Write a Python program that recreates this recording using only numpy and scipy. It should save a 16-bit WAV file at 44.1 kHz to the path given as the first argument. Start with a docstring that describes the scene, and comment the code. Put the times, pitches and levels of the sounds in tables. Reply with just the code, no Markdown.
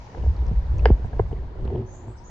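"""Low rumbling, rubbing and hollow knocks, right at the microphone: a hand-held camera is being
turned, and the grip shakes it and sets its shell ringing. It rides in an inflatable raft drifting
on a calm forest creek. Close by, water laps and drips beside the hull in small ringing bubbles.
Behind lies a soft wash of water and air, and small birds call thinly from far off in the trees."""
import sys
import numpy as np
from scipy import signal
from scipy.fft import rfft, irfft
from scipy.io import wavfile

SR = 44100
rng = np.random.default_rng(int(sys.argv[2]) if len(sys.argv) > 2 else 0)


def master_out(mix):
    """Clip the mix to full scale and print it as 16-bit PCM to the path in sys.argv[1]."""
    frames = np.transpose(np.atleast_2d(mix))
    ceiling = np.clip(frames, -1, 1)
    pcm = np.round(ceiling * 32767).astype(np.int16)
    wavfile.write(sys.argv[1], SR, pcm)


N = 101429
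T = np.arange(N) / SR
HZ = np.fft.rfftfreq(N, 1 / SR)

# Knocks on the camera. Each row: start in seconds, ring level in dB, hardness as a cut-off in Hz,
# stretch factor of the ring time, left over right in dB, thump level in dB, thump pitch in Hz.
SHELL_KNOCKS = [(0.147, -33.5, 1500, 1.07, 1.5, -54.5, 108), (0.236, -33, 737, 1.1, -2.5, -22, 106.6),
                (.261, -32, 727, 1.3, 2, -39.5, 65), (0.4889, -38, 1110, 0.64, 1, -39, 99),
                (0.514, -31.5, 705, 0.72, -0.5, -34, 178.5), (0.8558, -9.9, 4300, 1.08, 1, -45.5, 61),
                (.9037, -12.5, 720, .4, 0.5, -30, 125.8), (1.044, -37, 1340, 1.7, 1.5, -24.5, 97),
                (1.13, -38, 1700, 2, -0.5, -31.5, 120), (1.1933, -28, 2200, 1.05, 0.5, -45.5, 110),
                (1.195, -11, 634, 0.86, 1.5, -40.5, 113.6), (1.197, -10, 880, 0.41, -3.5, -35, 97.3),
                (1.3139, -32, 973, 0.88, 5.5, -26.5, 140), (1.328, -15.5, 400, 0.74, 4, -37.5, 133),
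                (1.375, -38, 497, 0.88, 1, -42, 103), (1.432, -39.5, 800, 0.58, -2, -42, 141),
                (1.653, -24, 510, 0.4, 4, -38, 108.5), (1.678, -33.5, 1500, 0.47, -1.5, -41, 120),
                (1.702, -29.5, 850, 0.8, 4.5, -36, 118.5), (1.725, -22.5, 450, 1.1, 0.5, -39, 133),
                (1.75, -17.5, 474, 0.8, 4, -17.5, 120), (1.76, -26, 880, 0.32, 4, -24, 120),
                (1.823, -36, 895, 0.76, 7, -30, 120), (2.081, -36, 1010, 0.67, 7, -31, 106.5)]
# The shell's modes. Each row: pitch in Hz, relative level in dB, unstretched time to peak in seconds,
# phase lead of the left side in radians.
SHELL_MODES = [(302, -18, 0.0025, .1), (445, -1.5, 0.0024, 0.23), (732, 2, 0.0011, 0.32),
               (886, -8.5, 0.0021, 1.63), (1645, -2, 0.00088, 1.5), (2042, -14, 0.0015, 1.5),
               (2920, -10, 0.0005, 0.43), (4900, -11, 0.0005, 1.6), (6760, -21, 0.00032, .6)]
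# Close gulps and thuds. Each row: start in seconds, level in dB, first and last pitch in Hz,
# length in seconds.
SINKING_GULPS = [(.5125, -20, 300, 105, .026), (.855, -13, 680, 438, .0175), (.902, -14, 480, 240, .008),
                 (.9092, -6, 185, 46, .049), (1.2026, -14.5, 130, 90, .028)]
# Swings of the camera. Each row: middle in seconds, level in dB, pitch in Hz, length in seconds.
CAMERA_BUMPS = [(.283, -12, 65.7, 0.09), (.427, -16, 62, 0.11), (.487, -14, 55, .05),
                (0.575, -14, 52, 0.076), (.713, -15, 55, .06), (.798, -14, 48, .04),
                (0.851, -11.5, 57, 0.06), (.885, -14.5, 62, 0.045), (1.67, -21, 60, .05)]
# Hollow resonances of the shell. Each row: pitch in Hz, width in Hz, relative level in dB.
HOLLOW_MODES = [(104, 44, 5), (222, 20, -6), (371, 36, 1.5)]
# Drips beside the hull. Each row: start in seconds, level in dB, first pitch in Hz,
# seconds to fall 60 dB, left over right in dB.
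HULL_DRIPS = [(.226, -41.5, 2900, 0.0083, -1), (.366, -36, 4300, 0.0038, 0), (0.391, -41, 3700, 0.0043, 1),
              (0.467, -31, 5600, 0.0019, -2), (0.483, -36.5, 5400, 0.0028, -8),
              (.668, -39.5, 3700, 0.0032, 1), (.784, -29.5, 6130, 0.0025, 0),
              (0.7943, -27.5, 4600, 0.0014, -3), (0.793, -42, 2480, 0.031, 13.5),
              (1.328, -44.5, 2900, 0.01, 6), (1.369, -47, 2030, 0.017, 5), (1.652, -38.5, 3940, 0.0024, 16),
              (1.677, -31.5, 2920, 0.0034, 6), (1.758, -42, 2970, 0.006, -0.5)]
# Distant calls. Each row: start and length in seconds, level in dB, first and last pitch in Hz,
# buzz width in Hz.
BIRD_CALLS = [(1.855, 0.14, -61, 6240, 6800, 1000), (1.925, 0.05, -61.5, 6970, 7170, 21),
              (2.074, 0.05, -67.5, 7450, 8000, 430), (2.08, 0.2, -81.5, 8030, 7800, 40),
              (2.168, .035, -61.5, 5900, 5070, 1300), (2.237, 0.067, -58.5, 6480, 6760, 820),
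              (2.243, 0.032, -61, 6060, 6240, 40), (2.158, 0.127, -55.5, 875, 1015, 18)]

# How each noise swells and fades. Each row: time in seconds, level in dB.
RUMBLE_CURVE = [(0, -39), (.12, -52.5), (.2, -26), (.27, -26), (.36, -31), (.49, -26), (.63, -28.5),
                (.76, -24), (.84, -25), (.94, -29), (1.0, -30), (1.06, -22.5), (1.11, -42), (1.15, -24),
                (1.27, -28), (1.41, -29), (1.54, -39), (1.63, -26.5), (1.75, -32.5), (1.86, -41.5),
                (2.02, -44.5), (2.12, -40), (2.2, -44), (2.3, -46)]
RUB_CURVE = [(0, -57), (.13, -51.5), (.17, -37), (.27, -44.5), (.33, -50), (.42, -43.5), (.48, -40.5),
             (.6, -53.5), (.72, -43.5), (.82, -38.5), (.89, -29), (.95, -45), (1.16, -44), (1.27, -49.5),
             (1.54, -49), (1.66, -38.5), (1.77, -37.5), (1.82, -40.5), (1.87, -53), (2.02, -50), (2.1, -45),
             (2.15, -59.5), (2.3, -53)]
DRAG_CURVE = [(1.3, -74), (1.332, -36.5), (1.355, -58), (1.383, -48), (1.42, -53), (1.5, -61.5),
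              (1.58, -50), (1.69, -44.5), (1.71, -33), (1.81, -34.5), (1.87, -53.5), (1.94, -59),
              (2.06, -49.5), (2.11, -43.5), (2.14, -60.5), (2.3, -60.5)]
WASH_CURVE = [(0, -46), (.6, -45.5), (1.2, -47), (1.6, -49.5), (2.3, -50.5)]
HISS_CURVE = [(0, -60), (.5, -67), (1.2, -68.5), (1.5, -74), (2.3, -74)]
# The tone of each noise. Each row: frequency in Hz, relative spectral density in dB.
RUMBLE_SPECTRUM = [(10, -13), (25, -14.5), (40, -6.5), (58, -1), (75, -7.5), (110, -15.5), (160, -21.5),
                   (250, -44), (500, -62), (1200, -76.5)]
RUB_SPECTRUM = [(40, -23.5), (80, -4.5), (115, 4), (170, -16.5), (215, 0.5), (280, -2), (375, -2.5),
                (480, -4), (750, -13), (1100, -22), (1700, -28), (2400, -32.5), (3000, -32), (4000, -43),
                (7000, -51.5), (9000, -92.5)]
WASH_SPECTRUM = [(30, -7), (120, 2), (250, -8), (420, -21), (650, -11.5), (960, -5), (1200, -18.5),
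                 (1800, -19.5), (2600, -28), (4500, -30), (6500, -50), (8000, -48.5), (12000, -45)]
HISS_SPECTRUM = [(1000, -35.5), (2200, 6.5), (3500, -7.5), (5000, 1), (6600, -1), (7500, -14.5),
                 (8500, -26.5), (12000, -51)]
# How alike the microphone's two sides are. Each row: frequency in Hz, correlation from 0 to 1.
STEREO_LIKENESS = [(50, 0.96), (250, 0.91), (500, 0.96), (1000, 0.056), (2000, 0.11), (4000, 0.074),
                   (8000, 0.3)]
# The lean to the left. Each row: frequency in Hz, dB added on the left and taken off the right.
LEFT_LEAN = [(100, 0), (700, 0), (2200, 2.4), (5000, 0), (8000, 0.076)]

SIDES = np.array([[.5], [-.5]])  # splits a difference between left and right


def knocks():
    """Knocks at the microphone thump and ring the shell; harder ones reach its higher modes."""
    out, t = np.zeros((2, N)), T[:SR // 4]
    thump_rise_s, thump_t60 = 0.001, 0.13
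    for start, ring_db, hard_hz, stretch, pan_db, thump_db, thump_hz in SHELL_KNOCKS:
        ring = 0
        for hz, mode_db, peak_s, lead in SHELL_MODES:
            age = t / (peak_s * stretch)
            swell = amp(mode_db) * age * np.exp(1 - age)
            ring = ring + swell * np.sin(2 * np.pi * hz * t + SIDES * lead)
        ring = filtered(ring, 3, [.13 * hard_hz, hard_hz], "band")
        thump = amp(thump_db - 60 * t / thump_t60) * np.sin(2 * np.pi * thump_hz * t)
        thump *= 1 - np.exp(-(t / thump_rise_s) ** 2)
        add(out, start, -amp(ring_db + SIDES * pan_db) * ring - thump)
    treble = filtered(out, 2, 1500, "high")  # the hard part comes back from hull and bank
    return out + amp(-9) * echoes(treble, t60=0.14)


def gulps():
    """Short round tones, close up, that swell early, drop quickly in pitch and stop."""
    out = np.zeros((2, N))
    for start, db, first_hz, last_hz, length in SINKING_GULPS:
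        progress = T[T < length] / length
        hz = last_hz + (first_hz - last_hz) * np.exp(-progress / .12)
        swell = amp(db) * np.sin(np.pi * progress ** .55)
        add(out, start, swell * np.sin(2 * np.pi * np.cumsum(hz) / SR))
    return out


def bumps():
    """Heavy swings of the whole camera reach the microphone as brief bass pulses."""
    out = np.zeros(N)
    for middle, db, hz, length in CAMERA_BUMPS:
        swell = amp(db) * np.cos(np.pi * np.clip((T - middle) / length, -.5, .5))
        out += swell * np.cos(2 * np.pi * hz * (T - middle))
    return out


def rumble():
    """The moving grip shakes the camera around one low resonance."""
    shake = colour(rng.standard_normal((2, N)), RUMBLE_SPECTRUM)
    window = signal.windows.hann(int(0.07 * SR))
    power = signal.fftconvolve((shake ** 2).mean(0), window, "same")
    steady = unit(shake / np.sqrt(abs(power) + 1e-9))  # evens out the noise's own swells
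    return amp(0.5) * level(RUMBLE_CURVE) * steady


def rub():
    """Tiny uneven slips of the grip carry through the shell to the microphone."""
    slips_per_s = 800
    slips = (rng.random((2, N)) < slips_per_s / SR) * rng.choice([-1, 1], (2, N))
    return level(RUB_CURVE) * colour(slips * uneven((2, N), spread_db=3.5), RUB_SPECTRUM)


def drag():
    """A slower drag keeps three hollow shell resonances humming, each wavering in pitch."""
    hum = np.zeros(N)
    for hz, width_hz, db in HOLLOW_MODES:
        band = rfft(rng.standard_normal(N)) / (1 + ((HZ - hz) / (width_hz / 2)) ** 2)
        ring = signal.hilbert(irfft(band, N))
        hum += amp(db) * unit(ring.real / np.sqrt(abs(ring) + 1e-12))  # softens the level swings
    return level(DRAG_CURVE) * hum


def water():
    """Beside the raft, a few clear drips stand over the faint bubbling of ripples on the hull."""
    out = np.zeros((2, N))
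    pops_per_s, pitches = 420, np.geomspace(400, 2000, num=24)
    for hz in pitches:
        pops = (rng.random(N) < pops_per_s / len(pitches) / SR) * uneven(N, spread_db=7.5)
        left_share = rng.random(N)
        panned = pops * np.array([left_share, 1 - left_share])
        ring = bubble(hz, t60=30 * np.pi / hz)
        out += signal.oaconvolve(panned, ring[None], axes=1)[:, :N] / np.sqrt(hz)
    out = amp(-55.5) * unit(out)
    for start, db, hz, t60, pan_db in HULL_DRIPS:
        add(out, start, amp(db + SIDES * pan_db) * bubble(hz, t60))
    return out


def bubble(hz, t60, rise_s=.0004, glide_per_s=12):
    """A small bubble rings and rises in pitch as it dies away."""
    t = T[:SR // 10]
    envelope = amp(-60 * t / t60) * (1 - np.exp(-t / rise_s))
    return envelope * np.sin(2 * np.pi * hz * (t + glide_per_s * t ** 2 / 2))


def wash():
    """Far water and air, with a thin hiss that fades as the camera turns."""
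    creek = level(WASH_CURVE) * colour(rng.standard_normal((2, N)), WASH_SPECTRUM)
    hiss = level(HISS_CURVE) * colour(rng.standard_normal((2, N)), HISS_SPECTRUM)
    return creek + hiss


def birds():
    """Far-off birds call in thin buzzy glides, smeared by the trees."""
    calls = np.zeros((2, N))
    for start, length, db, first_hz, last_hz, width_hz in BIRD_CALLS:
        progress = np.clip((T - start) / length, 0, 1)
        swell = amp(db) * np.sqrt(abs(np.sin(np.pi * progress)))
        buzz = unit(filtered(rng.standard_normal((2, N)), 3, width_hz / 2, "low"))
        hz = first_hz + (last_hz - first_hz) * progress
        calls += swell * buzz * np.sqrt(2) * np.sin(2 * np.pi * np.cumsum(hz) / SR)
    return calls + echoes(calls, t60=0.55)


def echoes(x, t60):
    """The surroundings return a diffuse dying tail, different on each side."""
    t = T[:SR]
    tail = rng.standard_normal((2, SR)) * amp(-60 * t / t60) * (1 - np.exp(-t / 0.00043))
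    return signal.fftconvolve(x, tail / np.linalg.norm(tail[0]), axes=1)[:, :N]


def colour(pair, spectrum):
    """Gives two unrelated signals a spectrum, alike in the bass and apart in the treble."""
    first, second = rfft(pair)
    angle = np.arccos(np.clip(over_frequency(STEREO_LIKENESS), -1, 1)) / 2
    mid, side = first * np.cos(angle), second * np.sin(angle)
    lean = amp(over_frequency(LEFT_LEAN))
    stereo = np.array([(mid + side) * lean, (mid - side) / lean])
    return unit(irfft(stereo * amp(over_frequency(spectrum)), N))


def over_frequency(points):
    """Joins a table's points on a log frequency axis."""
    hz, value = np.transpose(points)
    return np.interp(np.log(HZ + 1), np.log(hz + 1), value)


def level(points):
    """A dB curve over time as a gain."""
    return amp(np.interp(T, *np.transpose(points)))


def uneven(shape, spread_db):
    """Random gains: many small, a few large."""
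    return amp(spread_db * np.minimum(rng.exponential(1, shape), 3))


def filtered(x, order, hz, kind):
    """Butterworth filter."""
    return signal.sosfilt(signal.butter(order, hz, kind, fs=SR, output="sos"), x)


def amp(db):
    """Decibels to gain."""
    return 10 ** (np.asarray(db) / 20)


def unit(x):
    """Scales to rms 1."""
    return x / np.sqrt(np.mean(x ** 2) + 1e-20)


def add(mix, start, sound):
    """Mixes a sound in from a start in seconds."""
    part = mix[:, max(round(start * SR), 0):][:, :sound.shape[-1]]
    part += sound[..., :part.shape[1]]


def scene():
    """Handling at the microphone, water around the raft, birds far off."""
    return knocks() + gulps() + bumps() + rumble() + rub() + drag() + wash() + water() + birds()


def record(dry):
    """The camera's microphone dulls sharply above about 8 kHz and cuts off at 15 kHz."""
    dull = signal.firwin2(255, [0, 7900, 8500, SR / 2], amp([0, 0, -14, -14]), fs=SR)
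    band_limit = signal.firwin(511, 15000, window=("kaiser", 9), fs=SR)
    return signal.oaconvolve(dry, np.convolve(dull, band_limit)[None], "same")


dry = scene()
out = record(dry)
master_out(out)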